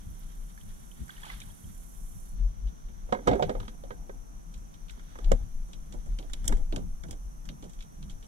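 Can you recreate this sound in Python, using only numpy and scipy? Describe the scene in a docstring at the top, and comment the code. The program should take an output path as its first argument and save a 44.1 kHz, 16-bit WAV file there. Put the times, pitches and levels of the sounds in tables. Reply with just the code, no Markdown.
"""Fish landed in a still swamp

On a small boat, a chest camera with two microphone ports hears a hooked fish splash (bubble tones), a rod laid
down and rattling on the hull (ringing modes under ticks), then the fish flopping on the gritty floor (ticks and
thuds). The wearer's moves rumble close up (low swings and noise). Far off, shaped noise makes air, insects and
a cicada on the right; a gliding sine is one bird whistle."""
import sys
import numpy as np
from scipy.fft import rfft, irfft, next_fast_len
from scipy.io import wavfile
from scipy.ndimage import uniform_filter1d, map_coordinates

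SR = 44100
rng = np.random.default_rng(int(sys.argv[2]) if len(sys.argv) > 2 else 0)


def generate_wav(sig):
    """Save sig (samples, or channels by samples) to the path in sys.argv[1] as 16-bit PCM at SR."""
    pcm = np.round(np.clip(np.atleast_2d(sig).T, -1, 1) * 32767).astype(np.int16)
    wavfile.write(sys.argv[1], SR, pcm)


N = 364707

# Far air over the swamp, part shared by both ports: (frequency [Hz], relative density [dB])
AIR_SHARED = [(140, -38), (230, -3), (450, -12.5), (520, -15), (900, -15), (1400, -18), (1800, -23.5),
              (3000, -25), (4600, -31), (6100, -21), (7500, -26.5), (11300, -27), (13500, -30),
              (15800, -61)]
# Far air, part opposed between the ports: (frequency [Hz], relative density [dB])
AIR_OPPOSED = [(140, -51), (230, 5.5), (501, -5.5), (689, -2), (753, -1.5), (1300, -8.5), (1470, -11.5),
               (2380, -19), (4260, -76), (5970, -32), (7250, -23.5), (12100, -25.5), (15800, -68)]
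AIR_SHARED_DB, AIR_OPPOSED_DB = -66, -59.5  # rms

# Far insect chorus: (frequency [Hz], relative density [dB])
CHORUS_SPECTRUM = [(5400, -13.5), (5750, 4), (6000, 6.5), (6250, 6.5), (6600, -17.5)]
# Cicada buzz colour: (frequency [Hz], relative density [dB])
CICADA_SPECTRUM = [(3820, -34), (6500, -8), (6810, -5.5), (7300, -4), (8600, -5.5), (9320, -1),
                   (10800, -0.5), (12600, -5.5), (15500, -21)]
# Cicada loudness: (time [s], level [dB])
CICADA_LEVEL = [(0.0, -66.5), (0.5, -64.5), (0.99, -63.5), (1.38, -61), (2.14, -60.5), (2.3, -62.5),
                (2.42, -79), (2.69, -77.5), (3.48, -69.5), (4.35, -73.5), (6.49, -71), (8.27, -72.5)]
# Far bird whistle: (time [s], level [dB], pitch [Hz])
BIRD_WHISTLE = [(2.2, -105, 4453), (2.25, -84, 4312), (2.44, -82, 4267), (2.469, -105, 4276)]

# Upper hull murmur: (frequency [Hz], relative density [dB])
MURMUR_SPECTRUM = [(70, -64), (110, -10), (155, -0.5), (215, -6.5), (270, -19), (340, -22.5), (500, -59),
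                   (900, -120)]
# Lower hull slosh: (frequency [Hz], relative density [dB])
SLOSH_SPECTRUM = [(35, -63), (58, -2), (85, -6.5), (110, -5), (160, -50), (300, -120)]
# Low bumps through the hull: (centre time [s], length [s], murmur level [dB], slosh level [dB])
HULL_BUMPS = [(0.09, 0.095, -54.5, -45.5), (0.67, 0.087, -64, -50), (1.02, 0.049, -41, -42.5),
              (1.5, 0.089, -80, -55), (1.68, .08, -49.5, -44.5), (2.165, 0.035, -60, -43),
              (2.39, 0.096, -52.5, -52), (2.51, 0.063, -69, -47), (2.65, 0.07, -60, -59),
              (3.14, 0.049, -51, -55), (3.3, 0.042, -35, -29.5), (3.45, 0.087, -34.5, -46),
              (3.61, 0.073, -49.5, -43), (3.82, 0.035, -80, -54), (4.6, 0.09, -64, -54),
              (5.33, 0.068, -38, -36.5), (5.44, 0.072, -54.5, -43.5), (5.94, 0.11, -50, -62),
              (6.1, 0.11, -52, -44.5), (6.51, 0.16, -46, -45), (6.82, .12, -40, -43.5),
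              (7.1, 0.082, -55, -45.5), (7.52, .1, -49, -74), (7.66, 0.083, -57, -59),
              (8.06, .12, -49, -49)]
MURMUR_DB, SLOSH_DB = -56, -61.5  # the hull at rest

# Rumble of the worn camera: (frequency [Hz], relative density [dB])
RUMBLE_SPECTRUM = [(10, -30), (20, -4), (30, 0), (42, -3), (55, -14), (75, -30), (120, -70), (250, -140)]
# Steady fidgeting of the wearer: (time [s], level [dB])
SWAY_LEVEL = [(0.0, -44), (1.6, -52), (2.3, -40.5), (3.0, -43.5), (3.5, -42), (4.8, -46), (5.5, -42),
              (6.7, -35), (7.4, -43.5), (8.27, -50)]
# Jolts of the body: (centre time [s], length [s], level [dB], swing rate [Hz])
BODY_JOLTS = [(0.11, 0.051, -46, 33.84), (0.287, 0.1, -41, 29.77), (0.421, 0.098, -38.5, 33.96),
              (0.685, .07, -41, 36.2), (1.023, 0.059, -40.5, 50.17), (1.363, 0.059, -42, 38.92),
              (1.484, 0.042, -41.5, 32.18), (1.785, .07, -40, 32.24), (2.042, 0.19, -37.5, 30.92),
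              (2.303, 0.12, -46, 26.72), (2.449, 0.097, -22.5, 32.1), (2.663, 0.067, -25.5, 38.06),
              (2.86, 0.031, -39, 29.4), (3.052, 0.035, -37.5, 36.15), (3.344, 0.065, -30, 50),
              (3.454, .05, -37, 27.62), (3.592, .07, -31.5, 36), (3.782, 0.051, -39, 31.96),
              (4.153, 0.11, -41.5, 38.46), (4.576, 0.09, -43, 39.86), (4.9, 0.083, -44.5, 31.1),
              (5.28, .07, -18.5, 28.95), (5.34, .05, -21.5, 26), (5.42, 0.067, -29, 32.22),
              (5.559, 0.069, -29, 20.8), (5.633, 0.034, -34.5, 22.97), (5.813, 0.043, -35, 23.07),
              (6.122, 0.065, -29.5, 32.03), (6.303, 0.059, -43, 28.97), (6.439, 0.043, -26, 30.87),
              (6.537, .08, -18, 25.4), (6.617, 0.063, -20.5, 24), (6.733, 0.052, -32, 23.9),
              (6.931, 0.064, -32.5, 21.18), (7.112, 0.043, -39, 35.4), (7.26, 0.058, -37.5, 29.07),
              (7.484, 0.044, -37, 29.8), (7.79, 0.061, -41, 33.04), (8.037, 0.067, -37.5, 30.3),
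              (8.143, 0.063, -38.5, 23.8)]

# Camera case resonances: (frequency [Hz], width [Hz], level [dB])
CASE_MODES = [(1481.5, 570, 5), (2295, 360, 2), (3090, 550, 0.5), (3697, 420, 5.5), (4190, 1580, -3)]
# Cavity resonances of the microphone port: (frequency [Hz], width [Hz], level [dB])
PORT_MODES = [(5110, 512, 0), (7210, 1570, 12), (7170, 260, 12), (8830, 850, -7.5), (11300, 4800, -17)]
# Left port over right for near sound: (frequency [Hz], level [dB])
LEFT_OVER_RIGHT = [(60, 13.5), (170, -4.5), (270, -1.5), (420, -12.5), (900, -4), (1400, -7.5), (3300, 0),
                   (6000, -5), (8000, -10.5), (13000, -8)]
# Phase by which the left port leads, negative when it lags: (frequency [Hz], phase [rad])
LEFT_LEAD = [(0, 0.5), (520, -2), (780, -2), (2240, -4), (3360, -6), (3700, -1.5), (4220, -12),
             (5860, -6.5), (6290, -15), (6630, -14.5), (8960, -27), (11500, 3), (13500, -39), (16200, -62)]
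TOP_HZ = 15800  # band limit of the camera

# Cloth, grit and ripples nearby: (time [s], level [dB])
RUSTLE_LEVEL = [(0.0, -68), (0.92, -66), (1.13, -58), (1.33, -54), (1.5, -63), (1.89, -71), (3.18, -71.5),
                (3.31, -56), (3.64, -69.5), (4.17, -84), (4.74, -72.5), (5.27, -62), (5.5, -76.5),
                (6.55, -63.5), (6.84, -88), (7.49, -91), (7.67, -76), (8.27, -76)]
# Thin high flicks, perhaps the line in the rod guides: (time [s], peak level [dB])
LINE_FLICKS = [(0.1002, -47), (0.19, -46)]
# Hiss colour of a flick: (frequency [Hz], relative density [dB])
FLICK_SPECTRUM = [(7000, -60), (9500, -6), (11500, 0), (14500, -7), (16000, -40)]

# Hull modes, floor boom in the first two rows: (frequency [Hz], level [dB], base 60 dB decay [s])
HULL_MODES = [(225, -2.5, 0.06), (319, -1, 0.054), (402.7, -5, 0.11), (490.6, -2.5, 0.093),
              (539.5, 1, 0.063), (601, -0.5, 0.041), (732, -1.5, 0.069), (886, -6, 0.072)]
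# Rod modes: (frequency [Hz], level [dB], base 60 dB decay [s])
ROD_MODES = [(942, 2.5, 0.035), (1065, -12.5, 0.1), (1246, 4, 0.033), (1420, 0, 0.033), (1557, -14, 0.19),
             (1640, -3, 0.072), (1940, -2.5, 0.094), (2135, 3, 0.055)]
# Gear and fish sliding on the hull: (time [s], level [dB])
RUB_LEVEL = [(3.0, -89), (3.112, -56), (3.26, -52), (3.28, -28), (3.332, -26), (3.422, -43.5), (3.484, -35),
             (3.682, -59.5), (4.056, -55.5), (4.25, -66.5), (5.01, -85), (5.182, -55), (5.3, -50),
             (5.32, -37.5), (5.4, -57), (5.51, -71.5), (6.25, -84), (6.54, -49.5), (6.82, -74), (8.27, -66)]

# Rod and gear on the hull: (time [s], tick level [dB], floor boom over tick [dB], hull ring over tick [dB],
# struck spot [Hz], rod ring over tick [dB], port brightness over case [dB])
KNOCK_EVENTS = [(3.0896, -66.5, 13, 29.5, 675, 21, 4), (3.1242, -27, 2.5, 14.5, 596, 10, -7.5),
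                (3.1476, -43, 10, 17, 395, 18.5, -13), (3.169, -55.5, 7, 26, 394, 18, -6),
                (3.189, -52.5, 16, 19.5, 380, 13, -8), (3.273, -24.5, -12, 10.5, 606, 10.5, -2),
                (3.279, -23.5, 2, 14.5, 563, 7, -12), (3.2859, -26.5, -2, 6.5, 393, 4, -21),
                (3.3125, -32, 3, 16, 730, 1, -10.5), (3.3321, -34.5, 4, 19, 509, 5, -9),
                (3.3538, -46.5, 4, 28.5, 378, 12, 1), (3.396, -46.5, 0, 31.5, 735, 13, 1),
                (3.4239, -24, -13, 13, 560, 1, -9.5), (3.4941, -30.5, -1, 14.5, 544, 5, -10),
                (3.551, -49, 2, 25, 520, 16, -7), (3.6013, -35.5, -10, -4, 355, -1.5, -10),
                (3.6295, -45, 0, 0, 353, 4.5, -16), (3.6517, -45.5, -16, -12, 400, -7, -11),
                (3.68, -36, -2.5, -5.5, 354, -0.5, -8), (3.8374, -46.5, -18, 13, 553, -14, -18),
                (3.906, -40, -6, 9.5, 497, 9.5, -22), (4.095, -49, -5, 20, 451, 12.5, -15),
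                (4.9753, -55.5, 9.5, 7.5, 374, 7, -7), (5.1558, -49, 2, 8, 441.3, 13.5, -5),
                (5.1878, -42.5, -5, 7.5, 393, 8, -1), (5.3173, -22.5, 1, 16, 536, 3, 1.5),
                (5.3337, -46, 12, 21, 504.8, 0, -14), (6.5236, -32.5, 3, 6.5, 360, 9, 0)]
HULL_RING, ROD_RING = 1.22, 0.83  # factors on the base decay times
ROD_SPOT_HZ = 970  # where the rod is struck
KNOCK_TICK_T60 = 0.076  # base 60 dB decay of the crackle, s
SETTLED_S = 4.0  # the rod has come to rest
SETTLED_RING = 0.54  # decay time factor afterwards: gear lying on the hull damps it

# Fish slaps and tackle ticks: (time [s], tick level [dB], tick colour [Hz], port brightness over case [dB],
# thud over tick [dB])
SLAP_EVENTS = [(1.0082, -71, 1600, 0, 17), (1.081, -43.5, 1506, 1.5, -20), (1.217, -44, 2230, 3, -31),
               (1.2535, -39, 3100, 2, -29), (1.4018, -38.5, 3140, 3, -17), (2.6712, -48, 3300, -9, -6),
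               (2.684, -48.5, 3300, -11, -8), (2.8847, -51, 2129, -14, 2.5), (4.54, -43, 4110, -1, -13),
               (4.5773, -62, 1408, 17, 1.5), (4.74, -49, 3323, 0, -13), (4.883, -45, 3260, -12, -21),
               (4.8955, -36, 3064, -11, -36), (4.907, -49, 1567, 8, -19), (4.995, -41.5, 1574, -14, -23),
               (5.244, -38, 3600, -6, -23), (5.6853, -62.5, 1463, 13, 13), (5.7325, -39, 3518, 1, -7.5),
               (5.9242, -41, 3696, 3.5, -0.5), (5.9395, -46.5, 1430, 2.5, 9), (6.0603, -52, 1410, 5, 5),
               (6.1869, -34.5, 3646, -3.5, -3.5), (6.2256, -45.5, 3070, -11, 4),
               (6.2979, -43.5, 1515, -2.5, -9), (6.3338, -27, 3014, 4, -18.5),
               (6.4433, -40.5, 1398, 3, -0.5), (6.4534, -43.5, 1592, 8, -7),
               (6.4786, -21.5, 3395, 12.5, -11.5), (6.4924, -35, 1432, -16, 9), (6.57, -43, 1840, 2, 1),
               (6.7242, -32.5, 3064, -17, 6.5), (6.7611, -25.5, 3260, -3, -3), (6.7794, -46, 2986, 1, 7.5),
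               (7.0364, -35.5, 1411, -7, -2.5), (7.0838, -51, 3680, 4, 14), (7.1093, -36, 3225, 6, -3),
               (7.1281, -43, 2040, -2.5, -2), (7.4538, -47, 1470, 3, -15), (7.4891, -31, 3420, -13, -9),
               (7.6247, -43.5, 3353, 1, 8), (7.64, -45.5, 3070, 1, 5), (7.695, -51, 3240, 5, -15),
               (7.7332, -51, 3425, 8, -19), (7.789, -44, 2920, -9, -17), (7.8061, -38.5, 3060, -9, -26),
               (7.8242, -44.5, 3264, 1.5, -24), (8.0268, -39.5, 3230, -6, -10),
               (8.0972, -40.5, 3310, -2, -10), (8.1062, -49, 3830, 6, -10), (8.226, -46.5, 2840, -3, -8),
               (8.2447, -49.5, 3250, -1.5, -11)]
# Dull landing of the soft body: (frequency [Hz], relative density [dB])
THUD_SPECTRUM = [(53, -48), (90, -16.5), (231, -4), (397, -6.5), (485, -6.5), (571, -9), (1500, -28),
                 (1950, -61), (3300, -120)]
SLAP_T60, THUD_T60 = 0.031, 0.17  # 60 dB decay of the hardest slap's crackle and of the thud, s
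SOFT_SLAP_LONGER = 1.58  # crackle decay factor for each 10 dB softer

# Bubbles from the thrashing fish: (time [s], peak level [dB], pitch [Hz])
BUBBLES = [(0.576, -38.5, 1680), (0.611, -49, 3080), (0.915, -46.5, 2990), (1.093, -31, 1520),
           (1.104, -37.5, 3300), (1.166, -46, 2900), (1.179, -38.5, 1760), (1.232, -43, 1010),
           (1.2321, -40.5, 3270), (1.233, -34, 1720), (1.252, -40, 3030), (1.264, -37, 866),
           (1.299, -31.5, 1980), (1.3, -38, 1080), (1.3069, -49, 3240), (1.308, -42, 2030),
           (1.311, -47, 780), (1.339, -50, 923), (1.416, -36.5, 2294), (1.4194, -40, 3500),
           (1.503, -52, 3200), (1.6427, -52, 3100)]
# Dense spray: (time [s], level [dB])
SPRAY_LEVEL = [(1.04, -86), (1.124, -87), (1.266, -60.5), (1.386, -72), (1.418, -84), (1.5, -73)]
# Loudness of spray bubbles by pitch: (frequency [Hz], relative level [dB])
SPRAY_SPECTRUM = [(290, -54), (500, -14), (938, 5), (1360, -11), (2130, 4), (2690, -9), (3180, -7),
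                  (4630, -9), (9000, -13), (11700, -46), (19800, -120)]


def amp(db):
    """dB to gain."""
    return 10 ** (np.asarray(db) / 20)


def unit(x):
    """Scaled to rms 1."""
    return x / np.sqrt(np.mean(x ** 2) + 1e-20)


def peak(x):
    """Scaled to peak 1."""
    return x / (np.abs(x).max() + 1e-20)


def along(points, hz):
    """Values of (Hz, value) points read on a log frequency axis."""
    f, v = np.transpose(points)
    return np.interp(np.log(hz + 1), np.log(f + 1), v)


def level(rows, order=1):
    """Gain per sample from a dB column of (s, ..) rows, silent outside them."""
    cols = np.transpose(rows)
    return amp(np.interp(np.arange(N) / SR, cols[0], cols[order], left=-120, right=-120))


def swells(rows, order):
    """Gain per sample: each (centre s, length s, ..) row swells to its dB column and fades."""
    t = np.arange(0, N + 64, 64) / SR
    cols = np.transpose(rows)[:, :, None]
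    bells = np.exp(-(2 * (t - cols[0]) / cols[1]) ** 2)
    gain = (amp(cols[order]) * bells).sum(axis=0)
    return np.interp(np.arange(N) / SR, t, gain)


def wobble(rate):
    """A smooth random curve, rate knots a second."""
    knots = rng.standard_normal(int(N * rate / SR) + 4)
    return map_coordinates(knots, [np.arange(N) * rate / SR])


def filtered(x, response):
    """x times a complex response of frequency."""
    n = x.shape[-1]
    m = next_fast_len(n + 4096)
    return irfft(rfft(x, m) * response(np.fft.rfftfreq(m, 1 / SR)), m)[..., :n]


def coloured(n, spectrum):
    """n samples of noise shaped by a dB spectrum."""
    return filtered(rng.standard_normal(n), lambda hz: amp(along(spectrum, hz)))


def noise(spectrum):
    """Coloured noise of rms 1."""
    return unit(coloured(N, spectrum))


def pair(spectrum, alike, left_db):
    """Stereo noise with correlation alike between the sides, the left louder by left_db."""
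    turn = np.arccos(np.clip(alike, -1, 1)) / 2
    mid, side = np.cos(turn) * noise(spectrum), np.sin(turn) * noise(spectrum)
    return np.array([mid + side, mid - side]) * amp([[left_db / 2], [-left_db / 2]])


def resonances(modes):
    """Causal response of (Hz, width Hz, dB) modes, summed with alternating signs."""
    def response(f):
        total = 0
        for k, (centre, width, db) in enumerate(modes):
            damping = 1j * f * width
            total = total + (-1) ** k * amp(db) * damping / (centre ** 2 - f ** 2 + damping)
        return total
    return response


def add(track, s, sound):
    """Mixes a sound in at s seconds."""
    part = track[..., round(s * SR):][..., :sound.shape[-1]]
    part += sound[..., :part.shape[-1]]


def far_air():
    """Wide, steady noise of the open swamp, leaning to a side by frequency."""
    mid, side = amp(AIR_SHARED_DB) * noise(AIR_SHARED), amp(AIR_OPPOSED_DB) * noise(AIR_OPPOSED)
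    left_lean = [(300, -0.93), (5000, 1), (9000, -0.42)]  # (Hz, dB), opposite on the right
    return filtered(np.array([mid + side, mid - side]), lambda hz: amp(along(left_lean, hz) * [[1], [-1]]))


def insect_chorus():
    """Many far insects blend into a narrow band of nearly steady noise."""
    return amp(-65.5 + 0.33 * wobble(21)) * pair(CHORUS_SPECTRUM, alike=-0.33, left_db=-3.5)


def cicada():
    """A high buzz on the right throbs about 35 times a second; it drops suddenly, then goes on faintly."""
    phase = 2 * np.pi * 35.0 * np.arange(N) / SR + 0.4 * wobble(3.9)
    throb = 1 + 0.2 * np.sin(phase)
    return level(CICADA_LEVEL) * throb * pair(CICADA_SPECTRUM, alike=0.065, left_db=-10.5)


def bird():
    """One thin falling whistle: a sine of gliding pitch."""
    s, _, hz = np.transpose(BIRD_WHISTLE)
    pitch = np.interp(np.arange(N) / SR, s, hz)
    return np.sqrt(2) * level(BIRD_WHISTLE) * np.sin(2 * np.pi * np.cumsum(pitch) / SR)


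def hull_murmur():
    """The hull murmurs and sloshes in two low noise bands, swelling at each bump."""
    upper = amp(MURMUR_DB + 0.81 * wobble(13)) + swells(HULL_BUMPS, order=2)
    lower = amp(SLOSH_DB + 4.5 * wobble(13)) + swells(HULL_BUMPS, order=3)
    murmur = upper * pair(MURMUR_SPECTRUM, alike=0.053, left_db=-1.0)
    return murmur + lower * pair(SLOSH_SPECTRUM, alike=0.22, left_db=4.5)


def wearer():
    """Body moves swing the camera on its strap: a wavering low tone at each jolt, over rumble."""
    s, _, _, hz = np.transpose(BODY_JOLTS)
    rate = np.interp(np.arange(N) / SR, s, hz) * (1 + 0.21 * wobble(14))
    swing = np.sqrt(2) * np.sin(2 * np.pi * np.cumsum(rate) / SR) * amp([[1.7], [-1.7]])  # left louder
    sway = level(SWAY_LEVEL) * amp(1.5 * wobble(21))
    jolts = swells(BODY_JOLTS, order=2)
    return jolts * swing + (sway + 0.29 * jolts) * pair(RUMBLE_SPECTRUM, alike=0.69, left_db=2.5)


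def rustle():
    """A faint uneven crackle coloured by the camera case."""
    grit = amp(2.3 * wobble(30) + 1.1 * wobble(320)) * rng.standard_normal((3, N))
    grit = grit[0] + 2.0 * grit[1:]  # a shared part, and one for each port
    return level(RUSTLE_LEVEL) * unit(filtered(grit, resonances(CASE_MODES)))


def flicks():
    """Brief puffs of very high hiss."""
    out, t = np.zeros(N), np.arange(SR // 10) / SR
    shape = amp(-60 * t / 0.06) * (1 - np.exp(-t / 0.004))
    for s, db in LINE_FLICKS:
        add(out, s, amp(db) * peak(coloured(len(t), FLICK_SPECTRUM) * shape))
    return out


def rub():
    """Soft, uneven friction keeps the hull and rod modes humming."""
    # widths are about four times those of freely ringing modes
    modes = [(hz, 9 / t60, db) for hz, db, t60 in HULL_MODES]
    modes += [(hz, 9 / t60, db - 19.5) for hz, db, t60 in ROD_MODES]
    wall = resonances(modes)
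    drag = amp(3 * wobble(45)) * rng.standard_normal((3, N))
    drag = drag[0] + 0.73 * drag[1:]  # a shared part, and one for each port
    hum = filtered(drag, lambda hz: wall(hz) / (1 + 1j * hz / 1500) ** 2)  # soft contact dulls the top
    return level(RUB_LEVEL) * unit(hum)


def tick(t, t60, bright_db, spot_hz, apart):
    """A hard contact: a dying crackle and a faint echo from the banks, partly different at each port."""
    crackle = amp(-60 * t / t60) * (1 - np.exp(-t / 0.00026))
    first_crack = 2.8 * amp(-60 * t / 0.007) * (1 - np.exp(-t / 0.00053))
    echo = 0.044 * amp(-60 * t / 0.4)
    burst = rng.standard_normal((3, len(t))) * (crackle + first_crack + echo)
    burst = burst[0] + apart * burst[1:]
    # case modes near the struck colour answer most
    case = [(hz, width, db - 7 * np.log2(hz / spot_hz) ** 2) for hz, width, db in CASE_MODES]
    body = peak(filtered(burst, resonances(case)))
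    return body + amp(bright_db) * peak(filtered(burst, resonances(PORT_MODES)))


def ring(t, modes, spot_hz, long, focus_db):
    """A blow rings the modes nearest the struck spot most; long scales their decay times."""
    hz, db, t60 = np.transpose(modes)[:, :, None]
    draw = rng.standard_normal((len(hz), 2))
    near_db = -focus_db * np.log2(hz / spot_hz) ** 2
    fade_db = -60 * t / (t60 * long)
    gain = amp(db + near_db + 3 * draw[:, :1] + fade_db)
    hz = hz * (1 + 0.008 * draw[:, 1:])  # each blow is slightly detuned
    partials = gain * np.sin(2 * np.pi * hz * t)
    return peak(partials.sum(axis=0) * (1 - np.exp(-t / 0.0014)))


def knocks():
    """Rod and gear strike the hull: floor, hull wall and rod ring under the tick of each contact."""
    out, t = np.zeros((2, N)), np.arange(SR // 4) / SR
    for s, db, boom_db, hull_db, hull_hz, rod_db, bright_db in KNOCK_EVENTS:
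        damp = 1 if s < SETTLED_S else SETTLED_RING
        boom = amp(boom_db) * ring(t, HULL_MODES[:2], 184, damp * HULL_RING, focus_db=33)
        hull = amp(hull_db) * ring(t, HULL_MODES[2:], hull_hz, damp * HULL_RING, focus_db=28)
        rod = amp(rod_db) * ring(t, ROD_MODES, ROD_SPOT_HZ, damp * ROD_RING, focus_db=13)
        contact = tick(t, damp * KNOCK_TICK_T60, bright_db, spot_hz=2715, apart=0.98)
        add(out, s, amp(db) * (boom + hull + rod + contact))
    return out


def slaps():
    """A wet or gritty tick, shorter when hard, with the dull thud of the soft body landing."""
    out, t = np.zeros((2, N)), np.arange(SR // 3) / SR
    hardest_db = max(row[1] for row in SLAP_EVENTS)
    thud_shape = amp(-60 * t / THUD_T60) * (1 - np.exp(-t / 0.0043))
    for s, db, spot_hz, bright_db, thud_db in SLAP_EVENTS:
        thud = peak(coloured(len(t), THUD_SPECTRUM) * thud_shape)
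        t60 = np.minimum(SLAP_T60 * SOFT_SLAP_LONGER ** ((hardest_db - db) / 10), 0.2)
        contact = tick(t, t60, bright_db, spot_hz, apart=0.79)
        add(out, s, amp(db) * (contact + amp(thud_db) * thud))
    return out


def bubble(t, hz, life):
    """A bubble's tone wavers in level and rises a little in pitch as it dies."""
    rough = 1 + 0.5 * uniform_filter1d(rng.standard_normal(len(t)), size=40) * np.sqrt(40)
    tone = np.sin(2 * np.pi * hz * t * (1 + 0.012 * t / life))
    return peak(rough * tone * np.exp(-t / life) * (1 - np.exp(-t / 0.0015)))


def splash():
    """The fish thrashes: single bubbles over a dense spray of small random ones."""
    out, spray, t = np.zeros(N), np.zeros(N), np.arange(SR // 20) / SR
    for s, db, hz in BUBBLES:
        add(out, s, amp(db) * bubble(t, hz, life=0.0017 + 4.5 / hz))
    start, end = SPRAY_LEVEL[0][0], SPRAY_LEVEL[-1][0]
    for when, pitch, size in rng.random((300, 3)):
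        hz = 700 * 6 ** pitch  # 700 to 4200 Hz
        gain = amp(along(SPRAY_SPECTRUM, hz) - 2.5 * np.log(size))  # a few stand out
        add(spray, start + when * (end - start), gain * bubble(t[:900], hz, life=4.5 / hz))
    return out + level(SPRAY_LEVEL) * unit(spray)


def ports(x):
    """Near sound meets the left port with a level and phase of its own at each frequency."""
    f, lead = np.transpose(LEFT_LEAD)
    left = filtered(x[0], lambda hz: amp(along(LEFT_OVER_RIGHT, hz)) * np.exp(1j * np.interp(hz, f, lead)))
    return np.array([left, x[1]])


def scene():
    """Near sources pass the two ports; the rest is laid around them."""
    far = far_air() + insect_chorus() + cicada() + bird()
    worn = hull_murmur() + wearer()
    near = rustle() + flicks() + rub() + knocks() + slaps() + splash()
    return far + worn + ports(near)


def record(dry):
    """The camera keeps nothing above its band limit."""
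    return filtered(dry, lambda hz: hz < TOP_HZ)


dry = scene()
out = record(dry)
generate_wav(out)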